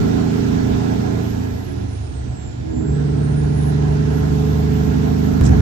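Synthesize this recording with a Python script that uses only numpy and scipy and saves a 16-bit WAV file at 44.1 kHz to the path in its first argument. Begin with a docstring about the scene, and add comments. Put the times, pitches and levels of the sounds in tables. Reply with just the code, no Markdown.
"""A six-cylinder truck diesel heard in the cab: it pulls, lifts off for an upshift and pulls again at lower revs.
Shaft orders are sines through cab booms; firing-modulated noise roars and noise bursts knock, both in the panels.
Under them: shaped-noise road rumble and air rush, and a jittered-sine turbo whistle that sags and spools up.
Near the end a lower drone cuts in with a click, air spurts out and a panel is tapped. Two microphones."""
import sys
import numpy as np
from scipy import signal
from scipy.fft import rfft, irfft, next_fast_len
from scipy.io import wavfile
from scipy.ndimage import uniform_filter1d, map_coordinates

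SR = 44100
rng = np.random.default_rng(int(sys.argv[2]) if len(sys.argv) > 2 else 0)


def wrap_up_sound(samples):
    """Save the sound to the file named by the first command line argument, as 16-bit audio."""
    columns = np.atleast_2d(samples).T
    # keep every value between -1 and 1, then stretch to whole-number steps
    tamed = np.clip(columns, -1, 1)
    steps = np.round(tamed * 32767).astype(np.int16)
    wavfile.write(sys.argv[1], SR, steps)


N = 247401
TIME = np.arange(N) / SR

# crankshaft speed: time_s, turns_per_s
SPEED_CURVE = [(0, 27.7), (1.15, 28.55), (1.6, 28.3), (1.72, 27.8), (1.9, 26.6), (2.0, 25.1), (2.11, 23.6),
               (2.27, 24.5), (2.65, 24.4), (3.05, 24.22), (5.61, 25.62)]
# reference level of roar and knock: time_s, level_db
COMBUSTION_LEVEL = [(0.0, -34.5), (0.06, -34), (0.48, -35), (0.6, -34.5), (0.65, -37), (0.68, -33.5),
                    (1.19, -36.5), (1.95, -46), (2.6, -46), (2.9, -41.5), (3.3, -39), (3.79, -37),
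                    (5.4, -36)]
# combustion noise spectrum before the panels: freq_hz, relative_db_per_hz
ROAR_SPECTRUM = [(60, -28.5), (150, 1), (280, 5), (360, -5.5), (430, 2), (500, -3), (570, -8), (660, -1),
                 (750, -4.5), (850, -3.5), (1050, -12.5), (1180, -15.5), (1600, -10), (2000, -17.5),
                 (2600, -24.5), (4000, -66.5)]
# panel resonances: freq_hz, width_hz, boost_db
PANEL_MODES = [(634, 42, 5.5), (735.3, 19, 10), (794, 21, 1.5), (889, 17, 5), (1046, 59, 6.5),
               (1164, 21, 0.5), (1320, 22, 5.5), (1430, 23, 6.5), (1670, 37, 6.5), (1760, 47, 2),
               (1967, 46, 5.5)]


def amp(db):
    """Amplitude factor of a level in dB."""
    return 10 ** (np.asarray(db) / 20)


def unit(x):
    """x scaled to rms 1."""
    return x / np.sqrt(np.mean(x ** 2) + 1e-20)


def along(points, hz):
    """(Hz, value) points interpolated on a log frequency axis."""
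    f, v = np.transpose(points)
    return np.interp(np.log(hz + 1), np.log(f + 1), v)


def curves(rows):
    """One value per sample for each column after the time."""
    s, *cols = np.transpose(rows)
    return [np.interp(TIME, s, c) for c in cols]


def wobble(knots_per_s):
    """Random curve, linear between normally distributed knots."""
    knots = rng.standard_normal(int(N * knots_per_s / SR) + 4)
    return map_coordinates(knots, [TIME * knots_per_s], order=1)


def filtered(x, response, ends="odd"):
    """x times a complex response of frequency; mirrored ends keep the edges quiet."""
    pad = 4096
    x = np.pad(x, [(0, 0)] * (x.ndim - 1) + [(pad, pad)], mode="reflect", reflect_type=ends)
    m = next_fast_len(x.shape[-1] + 2 * pad)
    spectrum = rfft(x, m) * response(np.fft.rfftfreq(m, 1 / SR))
    return irfft(spectrum, m)[..., pad:pad + N]


def lifted(x, modes):
    """x with a resonant boost in dB at each (Hz, width Hz, dB) mode."""
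    def response(f):
        return amp(sum(db / (1 + (2 * (f - hz) / width_hz) ** 2) for hz, width_hz, db in modes))
    return filtered(x, response)


def rush(spectrum, patchy_db):
    """Two partly alike shaped noises of rms 1, with random gain patches in time and frequency."""
    # likeness of the two sides: freq_hz, coherence_0_to_1
    likeness = [(60, 0.73), (200, 0.76), (300, 0.081), (550, 0.81), (900, 0.48), (1300, 0.082),
                (1600, 0.61), (2500, 0.06), (5000, 0.1), (9500, 0.091)]
    z = signal.stft(rng.standard_normal((2, N)), nperseg=512)[2]
    patches = uniform_filter1d(rng.standard_normal(z.shape[1:]), 5, 0)
    patches = unit(uniform_filter1d(patches, 10, 1))
    both = signal.istft(z * amp(patchy_db * patches), nperseg=512)[1][:, :N]

    def response(hz):
        turn = np.arccos(np.clip(along(likeness, hz), 0, 1)) / 2
        return amp(along(spectrum, hz)) * [np.cos(turn), np.sin(turn)]
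    mid, side = filtered(both, response, ends="even")
    return unit(np.array([mid + side, mid - side]))


def pair(x, late_rad):
    """Both microphones: level balance, and the left one late by late_rad(Hz)."""
    # left minus right: freq_hz, balance_db
    balance = [(60, -0.5), (110, -2.5), (148, -2.5), (168, -6.5), (200, -6.5), (228, -1), (265, -12.5),
               (350, -8), (410, -5), (480, -3.5), (800, -4), (1100, -2), (1350, -6.5), (2000, -3),
               (3330, -6), (5500, -13.5), (9080, -2.5), (15000, 1.5)]
    side = np.array([[.5], [-.5]])
    return filtered(x, lambda hz: amp(side * along(balance, hz)) * np.exp(-1j * side * late_rad(hz)))


def standing(hz):
    """Phase for sound filling the cab: standing waves put the microphones in step or in opposition."""
    # freq_hz, left_lag_rad
    standing_phase = [(60, .35), (110, .1), (155, -.45), (190, .2), (240, .4), (265, 3.1), (355, 3.4),
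                      (380, 6.3), (445, 6.2), (470, 3.1), (1120, 3.4), (1200, 6), (1390, 5.8), (1440, 3.1),
                      (2100, 3.6)]
    return along(standing_phase, hz)


def direct(lag_ms):
    """Phase for sound arriving straight from one side: a pure delay."""
    return lambda hz: 2 * np.pi * hz * lag_ms / 1000


def aside(hz):
    """Phase for the whistle, which comes from one side and off the glass."""
    # freq_hz, left_lag_rad
    whistle_phase = [(7150, 6), (7950, 5.4), (9380, 5), (10100, 3.65), (11150, 2.1), (12150, 0),
                     (12900, -1.3), (13600, -2.6)]
    return along(whistle_phase, hz)


def crank_turns():
    """Crankshaft turns so far: the integral of its speed."""
    return np.cumsum(curves(SPEED_CURVE)[0]) / SR


def road():
    """Tyre rumble through the humming floor, and air rushing past the cab and the intake."""
    # tyre noise: freq_hz, relative_db_per_hz
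    road_spectrum = [(20, -58.5), (40, -1.5), (62, 8.5), (85, -3), (120, 5), (200, -9), (300, -8.5),
                     (450, -13.5), (620, -15), (800, -59.5)]
    # cab floor resonances: freq_hz, width_hz, boost_db
    floor_modes = [(63.4, 4.4, 7), (128, 12, 4)]
    # air noise: freq_hz, relative_db_per_hz
    air_spectrum = [(1000, -2), (2500, 4.5), (3500, 3), (5000, -1), (7000, -2), (8200, -7.5), (9400, -10),
                    (10200, -56), (11200, -17.5), (12800, -27.5), (15000, -52.5)]
    # air rush before its overall gain: time_s, relative_level_db
    air_level = [(0.0, -42), (0.01, -44.5), (0.7, -44.5), (1.26, -47), (1.72, -51.5), (2.85, -55),
                 (2.92, -52), (4.3, -47), (5.38, -46.5)]
    air_gain_db = 4
    rumble = unit(lifted(rush(road_spectrum, patchy_db=2.0), floor_modes))
    rumble = amp(-28.5 + 1.3 * wobble(3.5)) * rumble
    return rumble + amp(curves(air_level)[0] + air_gain_db) * rush(air_spectrum, patchy_db=1.18)


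def turbo():
    """Compressor whistle: a thin line that frays into a band of air noise as the rotor runs faster."""
    # time_s, whistle_hz
    whistle_pitch = [(0, 13600), (.6, 13560), (.95, 13450), (1.1, 13250), (1.3, 12900), (1.5, 12150),
                     (1.7, 11150), (1.95, 9500), (2.2, 8330), (2.47, 7260), (2.66, 7150), (2.8, 7260),
                     (2.95, 7720), (3.3, 8930), (3.8, 10450), (4.2, 11470), (4.5, 11880), (5, 12270),
                     (5.61, 12430)]
    # before flicker and haze: time_s, level_db
    whistle_level = [(0, -53), (1.1, -55), (1.5, -61), (1.72, -53.5), (1.85, -55), (2.1, -56), (2.3, -59.5),
                     (2.5, -50.5), (2.65, -60), (2.85, -53), (3, -61), (3.3, -57), (3.5, -59), (3.67, -43),
                     (3.8, -56), (4.3, -57), (5.61, -58)]
    fray_hz = 9500  # fraying grows quickly above this pitch
    hz, = curves(whistle_pitch)
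    glide_hz = uniform_filter1d(hz, size=SR // 10, mode="nearest")  # the rotor's inertia rounds every change
    fray = 1 + (glide_hz / fray_hz) ** 3
    jitter_hz = 17 * fray * wobble(140)
    angle = 2 * np.pi * np.cumsum(glide_hz + jitter_hz) / SR
    haze = unit(filtered(rng.standard_normal(N), lambda f: 1 / (1 + (f / 550) ** 4), ends="even"))
    flicker = amp(3 * wobble(40) + 2.5 * wobble(12))
    envelope = amp(curves(whistle_level)[0]) * (flicker + .2 * fray * haze)
    return envelope * np.sqrt(2) * np.sin(angle)


def puff():
    """Spurts of air: each rises fast, falls slower and swishes around its own pitch."""
    # broad hiss: freq_hz, relative_db_per_hz
    puff_spectrum = [(2500, -7.5), (4500, -5), (6500, -1), (8000, -3), (10200, -9.5), (11200, -17),
                     (15500, -37.5)]
    # spurts: peak_s, envelope_peak_db, centre_hz
    spurts = [(5.44, -37.5, 4760), (5.455, -38.5, 6630), (5.461, -47, 4870), (5.466, -37.5, 6300),
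              (5.477, -42.5, 5600), (5.49, -45, 5500)]
    rise_db_per_s, fall_db_per_s = 2500, 1500
    width_octaves, hiss_share = .7, .6
    air, out = rush(puff_spectrum, patchy_db=2.5), 0
    for s, db, hz in spurts:
        edges_hz = hz * 2 ** (width_octaves * np.array([-.5, .5]))
        band = signal.butter(1, edges_hz, "band", fs=SR, output="sos")
        envelope = amp(db - np.maximum(rise_db_per_s * (s - TIME), fall_db_per_s * (TIME - s)))
        swish = unit(signal.sosfilt(band, air))
        out = out + envelope * (swish + hiss_share * air)
    return out


def tap():
    """A tapped panel: one decaying sine."""
    start_s, pitch_hz, level_db, t60_s = 5.527, 760, -23, .06
    t = np.clip(TIME - start_s, 0, None)
    return amp(level_db - 60 * t / t60_s) * np.sin(2 * np.pi * pitch_hz * t)


def ending():
    """A lower drone and its roar start abruptly with a decaying step as click; puff and tap follow."""
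    # steady tones: pitch_hz, rms_db
    drone_tones = [(44, -35), (65, -16.5), (87, -24), (108, -21.5), (130, -18), (175, -36), (222, -28),
                   (330, -31)]
    # low booms the drone swells into: centre_s, pitch_hz, peak_db
    low_booms = [(5.429, 96, -16), (5.523, 80, -13.5), (5.559, 116.6, -8.5)]
    start_s, boom_sigma_s = 5.412, .014
    since = np.clip(TIME - start_s, 0, None)
    drone = np.zeros(N)
    for hz, db in drone_tones:
        level = amp(db + 2.4 * wobble(4.3)) * np.sqrt(2)
        drone += level * np.sin(2 * np.pi * hz * TIME + rng.uniform(0, 2 * np.pi))
    for s, hz, db in low_booms:
        bell = amp(db) * np.exp(-.5 * ((TIME - s) / boom_sigma_s) ** 2)
        drone -= bell * np.cos(2 * np.pi * hz * (TIME - s))
    onset = 1 - np.exp(-since / 0.0013)
    click = np.exp(-since / 0.001) * (since > 0) * amp([[-20], [-10]])  # left, right
    noise = amp(-29) * unit(lifted(rush(ROAR_SPECTRUM, patchy_db=2.5), PANEL_MODES))
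    return pair(onset * (drone + noise), standing) + pair(puff() + tap(), direct(lag_ms=-0.2)) + click


def roar():
    """Combustion noise rings in the panels and swells a little at every firing and twice a turn."""
    roar_gain_db = 6.5  # over the combustion level
    angle = 2 * np.pi * crank_turns()
    firing = 1 + 0.034 * np.cos(3 * angle) + 0.019 * np.cos(2 * angle)
    noise = unit(lifted(firing * rush(ROAR_SPECTRUM, patchy_db=1.53), PANEL_MODES))
    return amp(curves(COMBUSTION_LEVEL)[0] + roar_gain_db) * noise


def knock():
    """Every firing raps the block with a noise burst; cylinders differ in strength, and the panels ring."""
    # rap spectrum before the panels: freq_hz, relative_db_per_hz
    knock_spectrum = [(450, -59.5), (600, -1), (800, 7.5), (1150, -8), (1600, -16), (2600, -21),
                      (4500, -27.5), (6000, -57.5)]
    knock_gain_db = -8  # over the combustion level
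    cylinder_spread_db, firing_spread_db = 3, 2
    firings = np.floor(3 * crank_turns()).astype(int)  # three a turn
    at = np.flatnonzero(np.diff(firings))
    cylinders_db = cylinder_spread_db * unit(rng.standard_normal(6))
    raps = np.zeros(N)
    raps[at] = amp(cylinders_db[firings[at] % 6] + firing_spread_db * rng.standard_normal(len(at)))
    t = np.arange(SR // 20) / SR
    block = rng.standard_normal((2, len(t))) * amp(-60 * t / 0.05)
    rung = signal.fftconvolve(raps[None], block, axes=1)[:, :N]
    rung = filtered(rung, lambda hz: amp(along(knock_spectrum, hz)))
    return amp(curves(COMBUSTION_LEVEL)[0] + knock_gain_db) * unit(lifted(rung, PANEL_MODES))


def half_orders(angle, high_db):
    """Weak, unsteady sines between the shaft orders, from unequal cylinders."""
    # order, gain_db over high_db
    half_pattern = [(3.5, -19), (4.5, -10), (5.5, -20), (6.5, -17), (7.5, -19), (8.5, -22), (10.5, -14),
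                    (11.5, -21), (13.5, -21), (15.5, -24)]
    out = np.zeros(N)
    for k, db in half_pattern:
        phase = rng.uniform(0, 2 * np.pi) + .4 * wobble(5)
        out += amp(db + high_db + 2 * wobble(6)) * np.sin(k * angle + phase)
    return out


def clutch_shudder():
    """Decaying sine as the clutch bites."""
    # level_db, t60_s
    level_db, t60_s = (-27, 0.74)
    start_s, pitch_hz = 2.74, 246
    t = np.clip(TIME - start_s, 0, None)
    return amp(level_db - 60 * t / t60_s) * (1 - np.exp(-t / 0.012)) * np.sin(2 * np.pi * pitch_hz * t)


def engine():
    """Shaft orders as sines locked to the crank, through the booms of the cab, plus half orders."""
    # order group gains: time_s, orders_1_to_4_db, order_5_db, higher_orders_db
    order_gains = [(0.0, -25.5, -22, -18.5), (0.6, -26.5, -24, -22), (1.2, -26, -26.5, -25),
                   (1.45, -26, -45, -29), (1.6, -30, -37.5, -38.5), (1.72, -31, -34.5, -37.5),
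                   (1.83, -26.5, -37.5, -35), (1.95, -26.5, -31, -53), (2.1, -28.5, -28, -50),
                   (2.55, -34.5, -32, -45), (2.7, -30, -25.5, -39.5), (2.82, -28, -29.5, -24),
                   (2.95, -23.5, -32.5, -21), (3.15, -24, -27.5, -19), (3.5, -22, -23.5, -20),
                   (4.1, -21, -29, -19), (4.7, -19.5, -26, -19), (5.3, -22.5, -28, -19.5),
                   (5.45, -17.5, -26.5, -18), (5.6, -31, -25.5, -18)]
    # pattern before the shift: order, relative_db
    fast_pattern = [(1, -28), (2, -22), (3, 0.5), (4, 3.5), (5, -4), (6, -1.5), (7, -6.5), (8, -2),
                    (9, -8.5), (10, -1.5), (11, -11), (12, -14), (13, -27), (14, -9), (15, -18), (16, -18),
                    (17, -8), (18, -26)]
    # pattern after the shift: order, relative_db
    slow_pattern = [(1, -47), (2, -21.5), (3, 1), (4, -8), (5, 0), (6, 1.5), (7, -11.5), (8, -11),
                    (9, -9.5), (10, -12.5), (11, -9.5), (12, -19.5), (13, -11.5), (14, -24.5), (15, -22),
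                    (16, -18), (17, -14.5), (18, -20), (19, -15.5), (20, -37)]
    # pattern with fuel off: order, relative_db
    coast_pattern = [(2, -20), (3, 2), (4, -0.5), (5, -4), (6, -10.5), (7, 2.5), (8, -2), (9, -2.5),
                     (10, 4), (11, -3), (12, -10.5), (13, 1.5), (14, -10), (15, -25)]
    # pattern mix, the rest coasts: time_s, fast_share, slow_share
    shift_mix = [(1.45, 1, 0), (1.7, 0, 0), (2.68, 0, 0), (2.9, 0, 1)]
    # time_s, driveline_unloaded_0_to_1
    unloading = [(1.25, 0), (1.5, 1), (2.7, 1), (3.1, 0)]
    # narrow cab booms: freq_hz, width_hz, boost_db
    cab_modes = [(102.1, 2, 6.5), (146.9, 5.5, 5), (203, 5.8, 11), (253.95, 6.4, 13), (290.3, 6.2, 5.5),
                 (340.6, 12, 6.5), (408.7, 8.6, 2), (425.5, 8.2, 8), (450, 4.5, 2.5)]
    smear_rad = .6  # per order squared, outside the fast pattern: the thump of each turn is spread out
    uneven_rad = 1.5  # fast pattern, orders between the firing orders: one of three pulses a turn is stronger
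    loose_db, loose_rad, loose_knots_per_s = 3.5, .7, 7  # off load: flicker in level, drift in phase
    firm_orders = 11  # orders below this loosen less
    low_db, fifth_db, high_db = curves(order_gains)
    angle = 2 * np.pi * crank_turns()
    fast, slow = curves(shift_mix)
    unloaded, = curves(unloading)
    fast_db, slow_db, coast_db = dict(fast_pattern), dict(slow_pattern), dict(coast_pattern)
    orders = np.zeros(N)
    for k in slow_db:
        db = fast * fast_db.get(k, -35) + slow * slow_db[k] + (1 - fast - slow) * coast_db.get(k, -25)
        if k < 5:
            db = db + low_db - 0.5
        elif k == 5:
            db = db + fifth_db
        else:
            db = db + high_db - 2
        loose = unloaded * min(1, k / firm_orders)
        thump = smear_rad * k * k + np.pi  # pi: the pulse draws the air in first
        to_fast = np.angle(np.exp(1j * (uneven_rad * (k % 3 > 0) - thump)))  # shortest way round
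        drift = (.012 * k + loose_rad * loose) * wobble(loose_knots_per_s)
        flicker_db = (.4 + .1 * k + loose_db * loose) * wobble(loose_knots_per_s)
        orders += amp(db + flicker_db) * np.sin(k * angle + thump + fast * to_fast + drift)
    return lifted(orders + clutch_shudder(), cab_modes) + half_orders(angle, high_db)


def scene():
    """Cab-filling sound, the whistle from one side, and the ending."""
    cab = engine() + roar() + knock() + road()
    return pair(cab, standing) + pair(turbo(), aside) + ending()


def record(dry):
    """Rounds the highest peaks, fades both ends and removes everything above the band limit."""
    top_hz, fade_s = 15900, .002
    soft = dry / (1 + np.abs(dry) ** 8) ** (1 / 8)
    soft = soft * np.clip(np.minimum(TIME, TIME[::-1]) / fade_s, 0, 1)
    return filtered(soft, lambda hz: hz < top_hz)


dry = scene()
out = record(dry)
wrap_up_sound(out)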